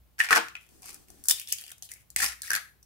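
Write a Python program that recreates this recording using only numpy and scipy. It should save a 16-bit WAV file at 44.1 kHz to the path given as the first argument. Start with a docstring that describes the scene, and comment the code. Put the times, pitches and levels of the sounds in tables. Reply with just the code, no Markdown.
"""Eggshell snaps, crackles and clatters as eggs are opened by hand over a glass bowl in a small, hard kitchen.
Empty shells are tossed aside and clatter; thumbs press into the next egg and the shell breaks apart;
its halves are pushed together and dropped. Each sound is a brittle noise click plus the short ring of a
hollow shell or air pocket. Thuds, pings, wet plops and soft rubbing join in, over room air and a faint hum."""
import sys
import numpy as np
from scipy import signal
from scipy.fft import rfft, irfft, next_fast_len
from scipy.io import wavfile
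from scipy.ndimage import uniform_filter1d

SR = 44100
rng = np.random.default_rng(int(sys.argv[2]) if len(sys.argv) > 2 else 0)


def log_audio(samples):
    """Write samples as a 16-bit WAV file to the path given in sys.argv[1]."""
    # one column per channel
    frames = np.atleast_2d(samples).T
    # limit to full scale, then quantise
    limited = np.clip(frames, -1, 1)
    pcm = np.round(limited * 32767).astype(np.int16)
    wavfile.write(sys.argv[1], SR, pcm)


N = 125685  # length [samples]


def amp(db):
    """Decibels to gain."""
    return 10 ** (np.asarray(db) / 20)


def unit(x):
    """Scale each channel to unit energy."""
    return x / np.sqrt(np.sum(x ** 2, axis=-1, keepdims=True))


def fade(t, t60):
    """Exponential decay, 60 dB down after t60."""
    return np.exp(-np.log(1000) * t / t60)


def pan(db):
    """Left and right gains for a level difference; positive leans left."""
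    return amp(np.array([[db], [-db]]) / 2)


def along(hz, points):
    """Read (Hz, value) points on a log-frequency axis."""
    f, v = np.array(points, float).T
    return np.interp(np.log(np.maximum(hz, 1)), np.log(f), v)


def colour(x, points, keep_power=True):
    """Causal minimum-phase filter with the given (Hz, dB) shape."""
    n = 2 * next_fast_len(x.shape[-1])
    gain = amp(along(np.fft.rfftfreq(n, 1 / SR), points))
    if keep_power:
        gain = gain / np.sqrt(np.mean(gain ** 2))
    # folding the cepstrum onto positive times makes the filter causal
    cepstrum = irfft(np.log(gain))
    cepstrum[1:n // 2] *= 2
    cepstrum[n // 2 + 1:] = 0
    response = np.exp(rfft(cepstrum))
    return irfft(rfft(x, n) * response)[..., :x.shape[-1]]


def add(out, s, x):
    """Mix x into out from time s."""
    i = int(s * SR)
    out[:, i:i + x.shape[-1]] += x[..., :max(N - i, 0)]


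# spectrum of the room air: (frequency [Hz], density [dB per Hz])
AIR_TONE = [(28, -37), (60, -14), (100, -11), (170, -17.5), (240, -25.5), (450, -28.5), (840, -31),
            (1600, -37.5), (2400, -36.5), (8000, -42.5), (15000, -35)]
# swell of the hum around its base level: (time [s], level [dB])
HUM_SWELL = [(0, 9.5), (.12, -2), (.6, -6.5), (.75, -5), (2.08, -4.5), (2.2, 11.5), (2.3, 13), (2.38, 1),
             (2.85, -3)]
AIR_DB, AIR_SIDE_DB = -67, -2  # side is relative to mid
HUM_HZ, HUM_BASE_DB = 61.2, -68


def background():
    """Faint room air is coloured noise; a low sine hum wavers and swells beneath it."""
    t = np.arange(N) / SR
    mid, side, *slow = rng.standard_normal((4, N))
    stereo = mid + amp(AIR_SIDE_DB) * side * np.array([[1], [-1]])
    air = amp(AIR_DB) * colour(stereo, AIR_TONE)
    smooth = uniform_filter1d(uniform_filter1d(np.array(slow), size=4000), size=4000)
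    waver, drift = unit(smooth) * np.sqrt(N)
    hum_db = HUM_BASE_DB + np.interp(t, *np.array(HUM_SWELL).T) + 2.5 * waver
    hum = amp(hum_db) * np.sqrt(2) * np.sin(2 * np.pi * HUM_HZ * t + 0.34 * drift)
    return pan(0.84) * (air + hum)


# decay of the kitchen tail: (frequency [Hz], t60 [s])
ROOM_T60 = [(200, 0.5), (600, 0.16), (1500, 0.35), (3000, .27), (6000, 0.28), (15000, 0.38)]
# colour of the kitchen tail: (frequency [Hz], gain [dB])
ROOM_TONE = [(200, -12), (800, -4.5), (1700, -7.5), (3200, -1), (6000, -7), (9000, -10), (15000, -11)]
DIRECT_LEFT_DB, ROOM_LEFT_DB = 1.5, 3
EARLY_DB, EARLY_T60_S = -3, .032
WALL_DB, WALL_S, WALL_T60_S = -11, .0098, .05
TAIL_RISE_S = .0028


def kitchen(x):
    """Direct sound in stereo, scatter from bowl and counter, one wall echo and a short tail."""
    n = SR // 2
    t, hz = np.arange(n) / SR, np.fft.rfftfreq(n, 1 / SR)
    noise, tail = rfft(rng.standard_normal((2, n))), 0
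    edges = np.r_[0, np.geomspace(250, SR / 2, 14)]
    for lo, hi in zip(edges, edges[1:]):
        band = irfft(noise * ((hz >= lo) & (hz < hi)), n)
        band = band * fade(t, along((lo + hi) / 2, ROOM_T60)) * (1 - np.exp(-t / TAIL_RISE_S))
        tail = tail + unit(band) * np.sqrt(2 * (hi - lo) / SR)  # energy follows bandwidth
    early = amp(EARLY_DB) * unit(rng.standard_normal((2, n)) * fade(t, EARLY_T60_S))
    wall = amp(WALL_DB) * unit(rng.standard_normal((2, n)) * fade(t, WALL_T60_S))
    echo = np.roll(wall, int(WALL_S * SR), axis=1)
    response = colour(tail, ROOM_TONE, False) + early + echo
    room = signal.fftconvolve(x, response, axes=1)[:, :N]
    return pan(DIRECT_LEFT_DB) * x + pan(ROOM_LEFT_DB) * room


# hands rubbing on the egg: (time [s], length [s], level [dB])
RUBS = [(0.667, 0.18, -61.5), (0.821, 0.26, -60.5), (1.045, 0.22, -60.5)]
# colour of the rubbing: (frequency [Hz], density [dB per Hz])
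RUB_TONE = [(60, 5), (170, 0), (330, 4.5), (600, -6), (1200, -13), (3000, -18), (8000, -10), (15000, -14)]


def rubbing():
    """Fingers slide softly over the egg: coloured noise that swells in and fades out."""
    out = np.zeros((2, N))
    for s, length, db in RUBS:
        n = int(length * SR)
        noise = rng.standard_normal((2, n))
        add(out, s, amp(db) * noise * signal.windows.tukey(n, .5))
    return colour(out, RUB_TONE)


# dull thuds as shells land or give way: (time [s], ring level [dB], thump level [dB], thump t60 [s])
THUDS = [(.309, -31, -40, 0.099), (0.357, -37, -21, 0.11), (0.369, -31, -22, .07),
         (1.3096, -60, -33, 0.028)]
# modes of the work surface: (frequency [Hz], level [dB])
SURFACE_MODES = [(205, -11.5), (335, -3), (463, 0), (635, -1.5), (754, -7), (901, 0.5), (1061, -5),
                 (1275, -1), (1351, -3.5), (1422, -2), (1632, -2.5), (1684, -3.5)]
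SURFACE_T60_S = 0.19
# colour of the thump: (frequency [Hz], density [dB per Hz])
THUD_TONE = [(60, -34.5), (130, -26), (200, -3), (300, -2.5), (500, -6.5), (900, 0.5), (1400, 0),
             (3000, -20.5), (15000, -47.5)]


def thuds():
    """Heavier blows give a dull noise thump, and the modes of the work surface ring on."""
    t = np.arange(SR // 2) / SR
    rings, thumps = np.zeros((2, N)), np.zeros((2, N))
    for s, ring_db, thump_db, t60 in THUDS:
        surface = 0
        for hz, mode_db in SURFACE_MODES:
            cycles = hz * t + rng.random() + rng.random((2, 1)) / 2
            surface = surface + amp(mode_db) * np.sin(2 * np.pi * cycles)
        rise = 1 - np.exp(-10 * t / t60)
        add(rings, s, amp(ring_db) * surface * fade(t, SURFACE_T60_S) * rise)
        add(thumps, s, amp(thump_db) * rng.standard_normal(len(t)) * fade(t, t60) * rise)
    return pan(ROOM_LEFT_DB) * rings + kitchen(colour(thumps, THUD_TONE))


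CLICK_SIZE = 2048  # samples
HIT_SIZE = np.sqrt(.002 * SR)  # hit levels are rms over 2 ms
HOLLOW_RISE_S = .0003


def ring(hz, db, modes, t60, detune):
    """A short stereo ring, a quarter cycle apart left to right; each mode is detuned a little per hit."""
    t = np.arange(CLICK_SIZE) / SR
    phase = np.array([[0], [rng.choice([-1, 1]) * np.pi / 2]])
    tones = 0
    for ratio, mode_db in modes:
        mode_hz = ratio * hz * np.exp(detune * rng.standard_normal())
        tones = tones + amp(mode_db) * np.sin(2 * np.pi * (mode_hz * t + rng.random()) + phase)
    rise = 1 - np.exp(-t / HOLLOW_RISE_S)
    return HIT_SIZE * amp(db) * unit(tones * fade(t, t60) * rise)


def single_rings(rows, t60):
    """One quickly damped resonance for each event."""
    out = np.zeros((2, N))
    for s, hz, db in rows:
        add(out, s, ring(hz, db, [(1, 0)], t60, 0))
    return out


# soft wet plops as the egg slides out: (time [s], pitch [Hz], level [dB])
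PLOPS = [(1.639, 720, -58.5), (1.7165, 684, -58), (1.8235, 725, -55.5), (1.9165, 2045, -41.5),
         (1.96, 2190, -51)]


def plops():
    """The egg slides out with soft wet plops, each a single damped tone."""
    return single_rings(PLOPS, t60=.018)


# the shell wall pings on sharp cracks: (time [s], pitch [Hz], level [dB])
PINGS = [(.2026, 2600, -27), (.553, 2560, -39), (1.5243, 6570, -24.5), (1.8235, 6430, -38),
         (2.162, 8080, -21), (2.2615, 5340, -26.5), (2.5043, 6000, -30), (2.5515, 4220, -30),
         (2.5615, 6000, -31)]


def pings():
    """The shell wall rings at one pitch and dies almost at once."""
    return single_rings(PINGS, t60=.007)


# modes of a hollow shell: (multiple of its main pitch, level [dB])
HOLLOW_MODES = [(1, 17), (.88, -5.5), (1.15, -1.5), (1.6, -5)]
CLICK_T60_S, HOLLOW_T60_S, HOLLOW_DETUNE = .009, .018, .025
RIGHT_LAG_S = .0004


def shell(rows, tone, modes=HOLLOW_MODES, t60=HOLLOW_T60_S, detune=HOLLOW_DETUNE):
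    """Each fracture or contact is a brittle burst, and the hollow of the shell rings briefly."""
    t = np.arange(CLICK_SIZE) / SR
    clicks, hollows = np.zeros((2, N)), np.zeros((2, N))
    for s, click_db, hz, hollow_db in rows:
        spectrum = rfft(rng.standard_normal((2, CLICK_SIZE)) * fade(t, CLICK_T60_S))
        evened = spectrum / np.sqrt(abs(spectrum))  # halves the peaks and dips in dB
        burst = irfft(evened) * fade(t, 10 * CLICK_T60_S)
        add(clicks, s, HIT_SIZE * amp(click_db) * unit(burst))
        add(hollows, s, ring(hz, hollow_db, modes, t60, detune))
    clicks[1] = np.roll(clicks[1], int(RIGHT_LAG_S * SR))
    return colour(clicks, tone) + hollows


GRAIN_SCATTER_DB, GRAIN_DETUNE = 4, .15


def fractures(runs, count=26):
    """Shell gives way in quick runs of tiny fractures of uneven size."""
    grains = []
    for s, length, db, hz, hollow_db in runs:
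        times = s + length * (np.arange(count) + rng.random(count)) / count
        sizes = unit(amp(GRAIN_SCATTER_DB * rng.standard_normal(count)))
        # the run's energy is its level held for its length, shared among 2 ms hits
        share = 20 * np.log10(sizes * np.sqrt(length / .002))
        pitches = hz * np.exp(GRAIN_DETUNE * rng.standard_normal(count))
        grains += zip(times, db + share, pitches, hollow_db + share)
    return grains


# empty shells landing: (time [s], click level [dB], hollow pitch [Hz], hollow level [dB])
LANDINGS = [(.1828, -48.5, 1850, -46.5), (.2026, -23.5, 1815, -14), (.2105, -34, 1830, -18),
            (.245, -29, 2040, -33), (.267, -37, 1710, -52.5), (.288, -31.5, 2430, -28.5),
            (.3075, -19, 1325, -15), (.3145, -30.5, 1610, -22), (.322, -23.5, 1240, -23),
            (.3285, -15.5, 1720, -11.5), (.354, -22.5, 2000, -30), (.360, -16, 1450, -20.5),
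            (.3655, -24.5, 1680, -18.5), (.3705, -19.5, 1200, -26), (.3765, -20, 1440, -21),
            (.484, -38.5, 2060, -54.5), (.553, -43.5, 2445, -39), (.5545, -54.5, 1453, -45),
            (.566, -50, 2014, -44)]
# colour of their clicks: (frequency [Hz], density [dB per Hz])
LANDING_TONE = [(60, -36), (200, -25), (400, -11), (850, 5.5), (1300, 2.5), (2400, 5.5), (3500, -2),
                (5000, -1.5), (8000, -4), (11000, -9), (15000, -13.5)]


def landings():
    """Tossed empty shells clatter down, each contact a click and a hollow ring."""
    return shell(LANDINGS, LANDING_TONE)


# empty halves knocking together: (time [s], click level [dB], hollow pitch [Hz], hollow level [dB])
KNOCKS = [(2.162, -19, 2057, -26), (2.170, -34, 1910, -36), (2.1895, -39, 2070, -43),
          (2.202, -27.5, 1860, -25), (2.218, -40, 1780, -26.5), (2.2275, -26.5, 1900, -22),
          (2.243, -20, 2030, -34), (2.253, -25, 1870, -32.5), (2.2615, -28.5, 2050, -44),
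          (2.4325, -44.5, 1670, -45), (2.5043, -25, 1610, -22), (2.511, -58, 1635, -29.5),
          (2.5155, -27.5, 1570, -22.5), (2.5328, -23, 1656, -25), (2.541, -29, 1532, -28),
          (2.5515, -22, 1680, -26.5), (2.5615, -26.5, 1658, -30.5), (2.569, -40, 1630, -32.5)]
# colour of their clicks: (frequency [Hz], density [dB per Hz])
KNOCK_TONE = [(60, -22.5), (200, -4), (400, -12.5), (800, -1.5), (1300, -12.5), (2200, 9.5), (3200, 1),
              (5000, 4.5), (8000, 4.5), (11000, 8.5), (15000, -2.5)]


def knocks():
    """Empty halves knock together, and their hollows answer the clicks."""
    return shell(KNOCKS, KNOCK_TONE)


# shell being crushed: (time [s], length [s], level [dB], hollow pitch [Hz], hollow level [dB])
CRUNCHES = [(0.189, 0.016, -35.5, 1840, -36.5), (0.212, 0.045, -42, 1960, -37),
            (0.293, 0.025, -42, 1950, -33.5), (0.311, 0.026, -35, 1452, -24),
            (0.346, 0.021, -35, 1480, -25), (0.823, 0.04, -53, 870, -62), (0.859, 0.052, -47.5, 980, -62.5),
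            (0.919, 0.048, -58, 1490, -66.5), (2.18, 0.035, -32.5, 2070, -44),
            (2.215, 0.035, -28.5, 1450, -36), (2.258, 0.031, -36, 1890, -43),
            (2.296, 0.037, -46.5, 1820, -49), (2.435, 0.072, -58, 1890, -50),
            (2.529, 0.055, -47.5, 1730, -38)]
# colour of the crushing: (frequency [Hz], density [dB per Hz])
CRUNCH_TONE = [(60, -25), (200, -13), (400, -14.5), (800, 5), (1300, -13.5), (2300, 7.5), (3300, -3),
               (5000, 5.5), (8000, 6), (11000, 5), (15000, -4)]


def crunching():
    """Crushed shell breaks in dense runs of clicks with hollow rings."""
    return shell(fractures(CRUNCHES), CRUNCH_TONE)


# modes of the air pocket under a break in a full egg: (multiple of its main pitch, level [dB])
POCKET_MODES = [(1, 0), (.6, -23.5), (.76, -16), (1.25, 0)]
# colour of the dry cracks: (frequency [Hz], density [dB per Hz])
SNAP_TONE = [(60, -28.5), (200, -29), (420, -18), (700, -17.5), (1150, -34), (1800, -6.5), (2500, -23.5),
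             (3500, -10.5), (5000, 1.5), (7000, 6.5), (11000, 8), (15000, 1)]


def full_egg(rows):
    """A full egg cracks drily: its contents damp the small air pocket under the break."""
    return shell(rows, SNAP_TONE, POCKET_MODES, t60=.007, detune=.11)


# crackle along the membrane: (time [s], length [s], level [dB], pocket pitch [Hz], pocket level [dB])
CRACKLES = [(.58, 0.091, -66.5, 2500, -73.5), (1.24, 0.061, -49, 1310, -65.5),
            (1.286, 0.031, -27, 3520, -37.5), (1.37, 0.068, -57, 2490, -58),
            (1.478, 0.042, -45, 3110, -51.5), (1.55, 0.17, -53.5, 2260, -60),
            (1.838, 0.03, -51.5, 3510, -62), (1.892, 0.028, -54, 1930, -62),
            (1.95, 0.077, -65.5, 2010, -70.5), (2.432, 0.073, -46, 4400, -53)]


def crackling():
    """Shell tears along its membrane in a thin crackle of tiny dry fractures."""
    return full_egg(fractures(CRACKLES))


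# shell snapping under the fingers: (time [s], click level [dB], pocket pitch [Hz], pocket level [dB])
SNAPS = [(.6895, -55.5, 2590, -67), (.8205, -46.5, 900, -59), (.857, -40.5, 984, -49),
         (.888, -45.5, 1385, -53.5), (.894, -49, 920, -52.5), (.9295, -43.5, 2200, -68),
         (.9435, -38, 2220, -72), (1.0845, -52.5, 2200, -62), (1.1025, -44.5, 595, -53),
         (1.239, -37.5, 2990, -68), (1.2565, -36, 1350, -56), (1.2847, -12.5, 1420, -53.5),
         (1.2965, -15.5, 1360, -39), (1.3082, -19, 2410, -30), (1.3106, -13.5, 4090, -21.5),
         (1.3195, -46, 3000, -54), (1.385, -48, 3470, -43), (1.3975, -30, 2380, -42),
         (1.415, -38, 2500, -42.5), (1.474, -41, 3760, -40.5), (1.487, -39, 3400, -53),
         (1.5035, -44.5, 2700, -49), (1.5215, -41.5, 3420, -31), (1.5243, -17.5, 2460, -59),
         (1.5305, -38, 2440, -36.5), (1.585, -38, 2840, -39.5), (1.594, -60, 3120, -50),
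         (1.6115, -38.5, 3150, -54), (1.639, -42.5, 3310, -43), (1.680, -46, 3400, -46),
         (1.7165, -38.5, 3440, -46.5), (1.7815, -51, 3300, -78), (1.8235, -37.5, 3400, -48),
         (1.832, -41, 3630, -54), (1.890, -48.5, 3000, -49), (1.9165, -33.5, 1940, -51),
         (1.937, -39.5, 1950, -59), (2.1026, -40.5, 6080, -61), (2.4192, -30, 4330, -40),
         (2.8285, -55, 6780, -54)]


def snapping():
    """Thumbs press in and the shell snaps, each break a dry click and a damped pocket ring."""
    return full_egg(SNAPS)


def scene():
    """All shell sounds in the kitchen, over its air and hum."""
    hits = landings() + snapping() + knocks()
    runs = crunching() + crackling()
    rings = pings() + plops()
    return kitchen(hits + runs + rings + rubbing()) + thuds() + background()


TOP_HZ = 15600


def record(dry):
    """Clip at full scale, then cut the top with a steep elliptic low-pass."""
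    top_cut = signal.ellip(8, .2, 70, TOP_HZ, fs=SR, output="sos")  # ripple .2 dB, stopband -70 dB
    return signal.sosfilt(top_cut, np.clip(dry, -1, 1))


dry = scene()
out = record(dry)
log_audio(out)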